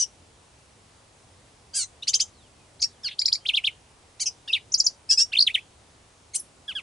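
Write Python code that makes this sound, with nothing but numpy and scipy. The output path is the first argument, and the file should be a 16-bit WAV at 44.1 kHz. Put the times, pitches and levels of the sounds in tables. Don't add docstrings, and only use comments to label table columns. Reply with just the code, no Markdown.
import sys
import numpy as np
from scipy import signal
from scipy.fft import rfft, irfft
from scipy.io import wavfile
from scipy.ndimage import uniform_filter1d

SR = 44100
rng = np.random.default_rng(int(sys.argv[2]) if len(sys.argv) > 2 else 0)


def file_out(sig):
    cols = np.atleast_2d(sig).T
    lim = np.clip(cols, -1, 1)
    pcm = np.round(lim * 32767).astype(np.int16)
    wavfile.write(sys.argv[1], SR, pcm)


def gain_from_decibels(decibels):
    exponent = np.asarray(decibels, float) / 20
    return 10 ** exponent


N = 300762



def singer():
    song = clear_song() + stroke_song() + rasp() + rough_calls() + warbles() + duets()
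    return song + windpipe_hiss(song)


def clear_song():
    # (overtone levels_db, notes of (s, pitch_hz, level_db))
    pickup, pickup_low = [(0., -27, -35), [[(2.022, 3270, -49), (2.028, 3820, -29), (2.033, 3900, -34),
                          (2.036, 4600, -36)]]], [(0., -10, -24), [[(2.029, 2400, -48), (2.035, 2960, -32.5),
                                          (2.04, 3120, -45), (2.048, 2950, -43)]]]
    chip_lead, chip, slide = [(0., -32), [[(2.805, 5710, -41), (2.81, 6450, -39), (2.814, 7200, -39),
                              (2.8165, 7000, -36), (2.8185, 5660, -24.5), (2.8205, 4680, -18),
                              (2.823, 3660, -36.5), (2.828, 2700, -47)]]], [(-25, 1, -19, -38), [[(2.819, 4510, -44),
                                                 (2.825, 2950, -19.5), (2.8295, 2350, -14),
                                                 (2.8315, 2180, -27), (2.836, 2150, -25),
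                                                 (2.841, 2600, -16), (2.845, 2830, -21), (2.85, 2720, -28),
                                                 (2.856, 2650, -45)]]], [(-24.5, -10.5, 1.5, -20, -28.5, -30.5, -35),
                                                               [[(3.033, 1910, -45), (3.039, 1776, -40.5),
                                                               (3.048, 1637, -29), (3.058, 1512, -28.5),
                                                               (3.068, 1430, -27), (3.077, 1416, -32.5),
                                                               (3.082, 1310, -44)]]]
    hook_first, chevron_rises = [(0.,), [[(4.719, 5400, -28), (4.724, 6170, -28), (4.729, 7000, -35),
                                 (4.733, 7270, -32.5), (4.738, 6580, -28), (4.741, 6200, -26)]]], [(-2.5, -36.5, -42, -33), [ [(3.452, 1900, -40),
                                                     (3.456, 2510, -32), (3.463, 3200, -20.5),
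                                                     (3.469, 3760, -24), (3.471, 4300, -33),
                                                     (3.475, 5300, -40), (3.479, 6600, -52)],
                                                     [(3.534, 2570, -33), (3.54, 2920, -19),
                                                     (3.547, 3290, -15), (3.555, 3720, -18.5),
                                                     (3.557, 4420, -28), (3.56, 5200, -36),
                                                     (3.563, 5800, -44)], [(3.637, 1900, -43),
                                                     (3.641, 2700, -26), (3.647, 3250, -16),
                                                     (3.6545, 3750, -19), (3.656, 4400, -29),
                                                     (3.659, 5200, -38), (3.663, 5800, -46)]]]
    scoop, step_lead = [(0., -36, -43), [[(4.495, 2800, -39.5), (4.503, 2676, -26), (4.51, 2605, -32.5),
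                        (4.517, 2375, -44), (4.527, 2775, -37.5), (4.533, 3380, -10)],
                        [(4.504, 5330, -55.5), (4.517, 4890, -41), (4.523, 5000, -38),
                        (4.531, 6300, -54.5)]]], [(-16, 0., -22), [[(5.319, 1360, -41), (5.324, 1520, -36.5),
                                       (5.329, 1780, -30.5), (5.336, 2650, -35)]]]
    # (overtone levels_db, notes of (s,
    # pitch_hz, level_db))
    steps = [(0., -31, -33), [ [(5.331, 2100, -35), (5.334, 2470, -26), (5.338, 2840, -20),
             (5.341, 2600, -21), (5.344, 2220, -31.5)], [(5.35, 2970, -36), (5.353, 3150, -22),
             (5.357, 2814, -19.5), (5.36, 2460, -21), (5.363, 2190, -36)], [(5.367, 3350, -30),
             (5.371, 3600, -19.5), (5.375, 3620, -18.5), (5.3775, 3130, -15), (5.38, 2710, -33.5)],
             [(5.385, 4600, -26), (5.388, 4220, -14), (5.392, 4410, -9.5), (5.394, 3980, -15),
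             (5.397, 3300, -30)], [(5.402, 5330, -27), (5.405, 4800, -12.5), (5.409, 4820, -10),
             (5.412, 4230, -11.5), (5.414, 3700, -28)], [(5.421, 6500, -31.5), (5.424, 5260, -17.5),
             (5.426, 4750, -8.5), (5.429, 4260, -15), (5.433, 5000, -24)]]]
    # (overtone levels_db, rows of (s from crest, pitch_hz, level_db))
    chevron, hook, hook_rise = [
        [(0, -34, -40.5, -31), [(-.012, 5830, -50), (-.006, 4240, -26), (0, 3135, -15), (.009, 2410, -22),
         (.016, 2150, -36.5), (.024, 2090, -48)]],
    ], [
        [(0., -27.5), [(-.0055, 6620, -17.5), (-.003, 5670, -11), (.001, 4996, -10), (.005, 4500, -17.5),
         (.008, 4380, -31.5)]],
    ], [
        [(0.,), [(-.028, 5770, -30.5), (-.021, 6490, -27), (-.016, 7050, -27), (-.011, 7260, -26),
         (-.007, 7100, -26.5), (-.004, 6350, -23)]],
    ]
    dip = [
        [(0.5, -40.5, -30.5, -27.5), [(-.012, 4010, -27.5), (-.008, 3860, -22.5), (0, 3140, -12.5),
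         (.007, 2255, -28), (.011, 1890, -36.5), (.0145, 1750, -53)]],
        [(-3, -34, -35.5, -31.5), [(.0145, 1756, -45), (.021, 1996, -30), (.028, 2370, -28),
         (.035, 2644, -33.5), (.042, 2720, -40)]],
    ]
    whine = [
        [(-16.5, -0.5, -21.5, -44, -35, -33.5), [(-.012, 1750, -35), (-.008, 1738, -29.5), (0, 1685, -28.5),
         (.017, 1515, -30.5), (.027, 1310, -34), (.034, 1087, -47.5), (.045, 950, -62)]],
    ]
    # (crest_s, pitch factor, length factor, effort_db of each part)
    chevron_at, hook_at, hook_rise_at = [(3.492, 1.02, 1.02, 0.05), (3.574, 1.005, 1.06, .5),
                                         (3.673, .99, 0.95, -0.57)], [(4.745, 1., 1.05, -1.4), (4.804, 1., 0.85, 0.),
                                                             (4.869, 1, 0.92, -0.47)], [(4.805, 1., 1.03, -1),
                                                                              (4.869, 0.98, 1.04, -1)]
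    dip_at, whine_at = [(5.477, 1.014, .98, 0.46, 1.4), (5.554, 0.97, 1.02, -0.32, -0.76)], [(6.691, 0.98, 0.99, -1.5), (6.764, 0.98, 1.08, 0.27)]

    syllables = [pickup, pickup_low, chip_lead, chip, slide, hook_first, chevron_rises]
    syllables += [scoop, step_lead, steps]
    syllables += repeated(chevron, chevron_at)
    syllables += repeated(hook, hook_at) + repeated(hook_rise, hook_rise_at)
    syllables += repeated(dip, dip_at) + repeated(whine, whine_at)
    return whistles(syllables, rough=0.03)


def stroke_song():
    # (start_s, length_s, start_hz, end_hz, crest_db)
    glides = [(.034, 0.011, 3240, 2900, -39.5), (3.077, 0.013, 3010, 1880, -35.5),
              (3.078, 0.0076, 6100, 4100, -34), (3.085, 0.014, 4100, 3100, -35.5),
              (2.83, 0.011, 6550, 6350, -28), (6.72, .012, 3800, 2700, -42), (6.795, .012, 3800, 2400, -47),
              (2.131, .006, 4800, 4700, -33), (2.19, .005, 4800, 4700, -37), (3.317, .006, 3600, 3650, -45),
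              (3.478, .005, 6900, 5900, -45), (3.454, 0.017, 1450, 1600, -59),
              (2.858, .008, 1850, 1800, -52), (2.071, 0.0066, 4350, 4500, -33),
              (6.368, 0.035, 7500, 5100, -43), (6.375, 0.029, 9100, 8500, -51),
              (6.378, 0.018, 11050, 11000, -51), (6.395, 0.011, 11100, 10200, -31),
              (4.55, 0.0082, 4900, 5200, -46.5), (4.561, 0.012, 5000, 4200, -44),
              (6.346, 0.02, 8860, 9330, -35)]
    return whistles([([0.], strokes(glides, ends_db=-2.5))], rough=0.038)


def rasp(width_hz=180):
    # (s, centre_hz, level_db)
    slack = [(3.082, 3016, -39.5), (3.095, 2900, -43), (3.115, 3150, -40), (3.135, 3310, -43.5),
             (3.15, 3500, -61)]
    out, t = np.zeros(N), span(slack)
    hz, flow = muscles(slack, t)
    hz = hz + width_hz * drift(len(t), 30)
    flow = flow * drift(len(t), 21.5)
    add(out, t, partial(hz, flow, rough=0.21))
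    return out


def rough_calls():
    # (overtone levels_db, notes of (s, pitch_hz, level_db))
    chip_breath, buzz = [(-22, 0.), [[(2.795, 2050, -52), (2.799, 2180, -43), (2.805, 2410, -40),
                         (2.809, 2700, -52)]]], [(-51, -37, -16, -13, -36, 1.5, -10, 1.5, 0.5, -6, -28, -2.5, -9, -15),
                                              [[(4.196, 580, -46), (4.203, 730, -34), (4.209, 776, -33),
                                              (4.216, 797, -29.5), (4.225, 763, -31), (4.231, 727, -33),
                                              (4.238, 630, -47)]]]
    # (overtone levels_db, rows of (s from crest, pitch_hz, level_db))
    trill = [
        [(0., -29), [(-.011, 2876, -44), (-.005, 3790, -27.5), (-.002, 4510, -10.5), (.001, 5080, -11.5),
         (.003, 5700, -26), (.0055, 6690, -30.5), (.009, 7440, -35), (.014, 7150, -38), (.02, 6450, -37.5)]],
        [(-17.5, 2.5, -20, -24.5), [(.02, 1763, -33), (.024, 2050, -27.5), (.027, 2332, -21), (.031, 2385, -32),
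         (.035, 2320, -43.5)]],
        [(0.,), [(.003, 5120, -26), (.006, 5150, -21), (.01, 4570, -34.5), (.015, 4945, -30.5),
         (.0185, 4860, -35), (.021, 5220, -20.5), (.023, 5250, -31)]],
    ]
    # (crest_s, pitch factor, length factor, first effort_db, second effort_db)
    trill_at = [(3.195, 1.01, 0.98, -4.5, 1.5), (3.26, 1.04, 0.99, -1, 2), (3.33, 1.0, 1.01, 0, -4.5)]
    out = whistles([chip_breath], rough=.5)
    out += gaping(whistles([buzz], rough=0.08, bright=.1))
    return out + whistles(repeated(trill, trill_at), rough=0.16)


def warbles():
    # (overtone levels_db, one note of (s, pitch_hz, level_db))
    high, falling = [(-18, 0.0, -21), [[(4.257, 2920, -25), (4.264, 3010, -26), (4.267, 2940, -19),
                     (4.278, 2760, -23), (4.285, 2760, -28), (4.29, 2740, -38)]]], [(0, -37, -55.5), [[(4.533, 3610, -12.5), (4.537, 3610, -12.5),
                                          (4.546, 3470, -24), (4.552, 3010, -19.5), (4.56, 2650, -25.5),
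                                          (4.571, 2355, -30.5), (4.587, 1930, -55)]]]
    out = warble(high, crest_s=4.2635, rate_hz=118.0, depth_hz=300)
    return out + warble(falling, crest_s=4.5365, rate_hz=86, depth_hz=250)


def duets():
    # (overtone levels_db, notes of (s, pitch_hz, level_db))
    harsh = [
        [(-20, -13.5, 0, -3, 0, 3.5, -13), [ [(1.734, 1576, -58), (1.742, 1580, -41), (1.752, 1590, -34.5),
         (1.763, 1662, -36.5), (1.775, 1632, -33.5), (1.79, 1553, -32), (1.811, 1463, -34),
         (1.835, 1370, -38.5), (1.841, 1360, -54)], ]],
        [(-12.5, -1, 7, -6), [ [(1.738, 2416, -58), (1.75, 2650, -43), (1.763, 2815, -35.5), (1.772, 2700, -36),
         (1.781, 2420, -45), (1.79, 2358, -40), (1.82, 2203, -43), (1.844, 2040, -42), (1.852, 2040, -61)], ]],
    ]
    level = [
        [(-21.5, 2, -17, -34), [ [(5.09, 2410, -37.5), (5.097, 2646, -25.5), (5.103, 2627, -21),
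         (5.112, 2590, -18), (5.126, 2820, -19), (5.144, 2856, -25.5), (5.16, 2820, -45.5)],
         [(5.173, 2450, -28.5), (5.181, 2560, -15.5), (5.196, 2650, -20), (5.204, 2690, -17.5),
         (5.215, 2820, -18.5), (5.226, 2750, -22), (5.238, 2810, -33.5), (5.25, 2790, -53)]]],
        [(-30.5, -18.5, 2, -19.5, -17, -21), [ [(5.099, 1740, -40), (5.105, 1735, -26), (5.111, 1693, -18.5),
         (5.119, 1588, -23), (5.127, 1590, -24), (5.135, 1686, -25), (5.141, 1680, -28.5), (5.147, 1665, -46)],
         [(5.183, 1765, -38), (5.189, 1772, -26), (5.196, 1697, -21.5), (5.203, 1552, -23), (5.21, 1668, -26),
         (5.219, 1798, -23), (5.229, 1910, -30.5), (5.239, 1955, -43)]]],
    ]
    scold = [
        [(-26, 0., -18), [[(0., 3007, -21), (.01, 2993, -17.5), (.022, 2915, -25), (.03, 2897, -18),
         (.037, 2850, -27.5), (.046, 2650, -35)]]],
        [(0., -18.5), [[(0., 5140, -26), (.004, 4740, -35), (.008, 5060, -34), (.014, 4500, -33),
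         (.02, 5040, -36), (.025, 5090, -30), (.032, 4650, -37), (.042, 4950, -48)]]],
    ]
    mutter = [
        [(-13, 0., -12.5), [[(4.476, 1530, -38), (4.483, 1840, -35.5), (4.489, 1850, -35.5),
         (4.497, 1810, -53)]]],
        [(0., -26), [[(4.478, 2740, -41), (4.487, 2960, -37), (4.495, 2770, -30), (4.5, 2730, -36)]]],
    ]
    squeak = [
        [(-16, -7, 0, 1.5, -24), [[(6.335, 2110, -51), (6.349, 2148, -36), (6.357, 2861, -28.5),
         (6.363, 3080, -22.5), (6.373, 2990, -63)]]],
        [(-27, -1, -13, 10.5, -3), [[(6.344, 1500, -52), (6.353, 1910, -49), (6.361, 2263, -36),
         (6.37, 2740, -55)]]],
    ]
    # (overtone levels_db, rows of (s from crest, pitch_hz, level_db))
    rising = [
        [(-45.5, 0., -19.5), [(-.009, 1748, -40.5), (0, 2370, -12.5), (.007, 2900, -21.5), (.014, 3120, -20.5),
         (.019, 3075, -24.5), (.024, 3010, -42)]],
        [(-4, 0., -13.5), [(-.012, 1777, -56), (-.007, 2454, -39), (-.002, 3065, -36), (.006, 3430, -32.5),
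         (.013, 3740, -32), (.024, 3700, -57)]],
        [(0.,), [(-.008, 1786, -48), (0, 2390, -43.5), (.007, 2970, -32), (.014, 3174, -31), (.025, 2975, -37)]],
    ]
    # (crest_s, pitch factor, length factor, first effort_db, second effort_db)
    rising_at = [(2.0825, 0.995, 1.08, -4, 4), (2.1425, 1.02, 1.04, 0.5, 2), (2.205, 1.015, 1.01, -1.5, 2.)]
    shake = {"rasp": .2, "rising": .14, "level": .07, "scold": .14, "mutter": .08}

    *sides, lone = repeated(rising, rising_at)
    out = whistles([lone], rough=0.038)
    out += duet(sides, shake["rising"], cross_db=3.5, fall_db=10.0, beak_hz=7000, beak_width_hz=3650)
    out += duet(scold, shake["scold"], cross_db=-10.5, fall_db=1.5, beak_hz=6300, beak_width_hz=2500)
    out += duet(mutter, shake["mutter"], cross_db=-9.5, fall_db=2, beak_hz=4800, beak_width_hz=1500)
    out += duet(squeak, rough=0.27, cross_db=-3.5, fall_db=-1.0, beak_hz=9000, beak_width_hz=2400)
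    out += duet(level, shake["level"], cross_db=-2.0, fall_db=5.5, beak_hz=6300, beak_width_hz=2200)
    return out + gaping(duet(harsh, shake["rasp"], cross_db=5.5, fall_db=3.5,
                             beak_hz=7200, beak_width_hz=2930, bright=0.3))


def windpipe_hiss(song, hiss_db=-30):
    # (pitch_hz, level_db)
    breath = [(1200, -22), (2000, -16.5), (4000, -2.5), (5500, 2.5), (7000, -1.5), (9500, 0), (11500, -1.5)]
    flow = abs(uniform_filter1d(song ** 2, 700)) ** 0.39
    colour = gain_from_decibels(read(breath, np.fft.rfftfreq(N, 1 / SR)))
    hiss = irfft(rfft(rng.standard_normal(N)) * colour, N)
    return gain_from_decibels(hiss_db) * flow * evened(hiss)


def gaping(x, steep=8):
    # (s, highest pitch let out_hz)
    gape = [(1.735, 5200), (1.75, 8300), (1.77, 11500), (1.81, 11500), (1.85, 6500), (4.196, 5500),
            (4.205, 10500), (4.225, 11000), (4.238, 7000)]
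    hz, t, z = signal.stft(x, SR, nperseg=128)
    top_hz = np.interp(t, *np.transpose(gape))
    z = z / np.sqrt(1 + (hz[:, None] / top_hz) ** (2 * steep))
    return signal.istft(z, SR, nperseg=128)[1][:N]


def whistles(syllables, rough, bright=0.041):
    out = np.zeros(N)
    for overtones_db, notes in syllables:
        for note in notes:
            t = span(note)
            add(out, t, voice(overtones_db, *muscles(note, t), rough, bright))
    return out


def warble(syllable, crest_s, rate_hz, depth_hz):
    out, (overtones_db, (note,)) = np.zeros(N), syllable
    t = span(note)
    hz, flow = muscles(note, t)
    swing_hz = depth_hz * np.cos(2 * np.pi * rate_hz * (t - crest_s))
    add(out, t, voice(overtones_db, hz + swing_hz, flow, rough=.08))
    return out


def duet(pair, rough, cross_db, fall_db, beak_hz, beak_width_hz, bright=.04):
    out, ((db_a, notes_a), (db_b, notes_b)) = np.zeros(N), pair
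    for a, b in zip(notes_a, notes_b):
        t = span(a, b)
        (hz_a, flow_a), (hz_b, flow_b) = muscles(a, t), muscles(b, t)
        add(out, t, voice(db_a, hz_a, flow_a, rough, bright) + voice(db_b, hz_b, flow_b, rough))
        for m, n in np.ndindex(4, 8):
            times_b = n - 3 + (n > 2)
            hz = abs((m + 1) * hz_a + times_b * hz_b)
            beak = (hz > 1200) / (1 + ((hz - beak_hz) / beak_width_hz) ** 2) ** 2
            strength = gain_from_decibels(cross_db - fall_db * (m + abs(n - 2.5)))
            add(out, t, partial(hz, np.sqrt(flow_a * flow_b) * beak * strength, 2 * rough))
    return out


def voice(overtones_db, hz, flow, rough, bright=0.041, steady=0.16):
    hz = hz * (1 + 0.0857 * rough * drift(len(hz), 41))
    db = np.atleast_1d(overtones_db)
    crest = flow.max()
    effort = flow / crest
    above = np.arange(len(db)) - db.argmax()
    power = np.clip(1 + np.where(above > 0, bright, steady) * above, .55, 4)
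    return sum(partial((k + 1) * hz, crest * gain_from_decibels(db[k]) * effort ** power[k], rough)
               for k in range(len(db)))


def muscles(note, t, fade_s=0.0017):
    s, pitch_hz, level_db = np.transpose(note)
    hz = uniform_filter1d(np.interp(t, s, pitch_hz), 100, mode="nearest")
    db = uniform_filter1d(np.interp(t, s, level_db), 60, mode="nearest")
    since_start = t - s[0] + (s[0] < fade_s)
    edges = np.clip(np.minimum(since_start, s[-1] - t) / fade_s, 0, 1)
    return hz, gain_from_decibels(db) * edges


def partial(hz, flow, rough):
    turns = np.cumsum(hz) / SR + rng.random()
    flutter = abs(1 + rough * drift(len(hz), 47))
    return np.sqrt(2) * flow * flutter * np.sin(2 * np.pi * turns) * (hz < SR / 3)


def repeated(gesture, repeats):
    syllables = []
    for k, (overtones_db, rows) in enumerate(gesture):
        notes = []
        for s, tune, pace, *efforts_db in repeats:
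            effort_db = efforts_db[k % len(efforts_db)]
            notes.append(np.multiply(rows, (pace, tune, 1)) + (s, 0, effort_db))
        syllables.append((overtones_db, notes))
    return syllables


def strokes(rows, ends_db):
    return [[(s, a_hz, db + ends_db),
             (s + length / 2, (a_hz + b_hz) / 2, db),
             (s + length, b_hz, db + ends_db)] for s, length, a_hz, b_hz, db in rows]


def far_bird():
    # (start_s, length_s, start_hz, end_hz, crest_db)
    calls = [
        (2.335, .145, 4730, 2740, -65.5),
        (2.59, 0.045, 2540, 2480, -68),
        (2.64, .08, 2350, 1800, -74),
        (2.89, 0.11, 4150, 2750, -70),
        (3.405, 0.057, 3075, 3270, -64),
    ]
    return whistles([([0.], strokes(calls, ends_db=-2))], rough=0.12)


def branches(x, split_hz=4200):
    echo_s = (.0018, .003, .0047, .0066, .0103, .0135, .0166, .022)
    # (below the split_db, above the split_db)
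    echo_db = [(-15, -29), (-11, -13.5), (-15.5, -30.5), (-21, -11), (-19, -17), (-23.5, -19.5),
               (-26.5, -20.5), (-30.5, -23.5)]
    hz = np.fft.rfftfreq(N, 1 / SR)
    high = 1 / (1 + (split_hz / (hz + 1)) ** 10)
    delays_s = np.add.outer(echo_s, rng.integers(0, 5, 2) / SR)
    echoes = 0
    for s, (low_db, high_db) in zip(delays_s, echo_db):
        colour = gain_from_decibels(low_db + (high_db - low_db) * high)
        echoes = echoes + colour * np.exp(-2j * np.pi * hz * s[:, None])
    return irfft(rfft(x) * echoes, N)


def woodland(x, near_db=-15, near_t60=0.057, far_db=-20, flutter=.7):
    # (pitch_hz, t60_s)
    far_trees = [(1500, 0.09), (3000, 0.24), (5500, 0.17), (9000, 0.23)]
    # (pitch_hz, level_db)
    scatter = [(1500, -9.5), (3000, -1), (5000, 1.5), (7200, 5), (9500, 3)]
    size = SR // 2
    taps = np.zeros((2, size))
    at = np.arange(100, size - 20, 20) + rng.integers(0, 20, (2, (size - 101) // 20))
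    np.put_along_axis(taps, at, rng.choice([-1., 1.], at.shape), 1)
    taps += 0.54 * taps[::-1]
    hz, t, z = signal.stft(taps, SR, nperseg=128)
    z = z * gain_from_decibels(-60 * t / read(far_trees, hz)[:, None])
    trees = signal.istft(z, SR, nperseg=128)[1][:, :size]
    leaves = taps * gain_from_decibels(-60 * np.arange(size) / SR / near_t60)
    tail = gain_from_decibels(far_db) * trees / np.linalg.norm(trees[0])
    tail = tail + gain_from_decibels(near_db) * leaves / np.linalg.norm(leaves[0])
    x = x * (1 + flutter * drift(N, 50)) / np.sqrt(1 + flutter ** 2)
    x = irfft(rfft(x) * gain_from_decibels(read(scatter, np.fft.rfftfreq(N, 1 / SR))), N)
    return signal.fftconvolve(x[None], tail, axes=1)[:, :N]


def ports(x):
    # (pitch_hz, left leads_radians)
    lead = [(0, 0), (2670, 0.17), (4050, 0.2), (5000, 0.00064), (5770, 0.23), (7240, 0), (10900, -0.0)]
    # (pitch_hz, left minus right_db)
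    lean = [(60, -3), (140, -3), (340, -1.5), (800, 2), (1910, 0), (4540, 1), (10800, 0)]
    hz, half = np.fft.rfftfreq(N, 1 / SR), np.array([[.5], [-.5]])
    shift = np.exp(1j * half * read(lead, hz))
    return irfft(rfft(x) * shift * gain_from_decibels(half * read(lean, hz)), N)


def head_turn(x):
    # (s, left minus right_db)
    head = [(0, 1.5), (1.8, -1), (2.15, -0.5), (2.83, -0.5), (3.07, -1), (3.27, -0.5), (3.57, -1.2),
            (4.25, -1), (4.54, -0.5), (4.8, -0.2), (5.15, -0.6), (5.39, -1.1), (5.55, -1), (6.36, -0.5),
            (6.75, -1)]
    lean_db = np.interp(np.arange(N) / SR, *np.transpose(head)) / 2
    return x * gain_from_decibels([lean_db, -lean_db])


def air(level_db=-55.5):
    # (pitch_hz, level_db per Hz)
    hush = [(15, -46), (25, -15), (92, -1), (179, -12.5), (262, -11), (322, -13), (375, -11.5), (693, -13),
            (895, -13.5), (1530, -19.5), (2420, -20.5), (9150, -24), (11200, -29), (14600, -72),
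            (22000, -120)]
    # (pitch_hz, likeness [ratio])
    likeness = [(60, 1), (140, 0.96), (340, 0.646), (800, 0.44), (1910, 0.239), (4540, 0.52), (10800, 0.67)]
    frames, hz = N // 512 + 5, np.fft.rfftfreq(2048, 1 / SR)
    a, b, c, d, patches = rng.standard_normal((frames, 1025, 5)).T
    patches = evened(uniform_filter1d(uniform_filter1d(patches, 30, 0), 10, 1))
    same = np.clip(read(likeness, hz), -1, .988)[:, None]
    left = a + 1j * b
    right = same * left + np.sqrt(1 - same ** 2) * (c + 1j * d)
    z = np.array([left, right]) * gain_from_decibels(read(hush, hz)[:, None] + 0.64 * patches)
    return gain_from_decibels(level_db) * evened(signal.istft(z, nperseg=2048, noverlap=1536)[1][:, :N])


def evened(x):
    return x / np.sqrt(np.mean(x ** 2) + 1e-20)


def read(points, hz):
    f, value = np.transpose(points)
    return np.interp(np.log(hz + 1), np.log(f + 1), value)


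def drift(size, smooth):
    once = uniform_filter1d(rng.standard_normal(size), int(smooth))
    return evened(uniform_filter1d(once, int(smooth)))


def span(*notes):
    start_s = min(note[0][0] for note in notes)
    end_s = max(note[-1][0] for note in notes)
    return np.arange(round(start_s * SR), round(end_s * SR)) / SR


def add(mix, t, sound):
    mix[round(t[0] * SR):][:len(t)] += sound


def scene():
    near, far = singer(), far_bird()
    bird = head_turn(ports(near + branches(near) + woodland(near + far)))
    return gain_from_decibels(-1.5) * bird + far * gain_from_decibels([[-1.5], [1.5]]) + air()


def roll_off(x):
    return signal.sosfilt(signal.butter(12, 11380, fs=SR, output="sos"), x)


def record(dry):
    low_pass = signal.firwin(401, 11055, window=("kaiser", 7), fs=SR)
    cut = signal.oaconvolve(dry, low_pass[None], "same")
    return roll_off(cut)


dry = scene()
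out = record(dry)
file_out(out)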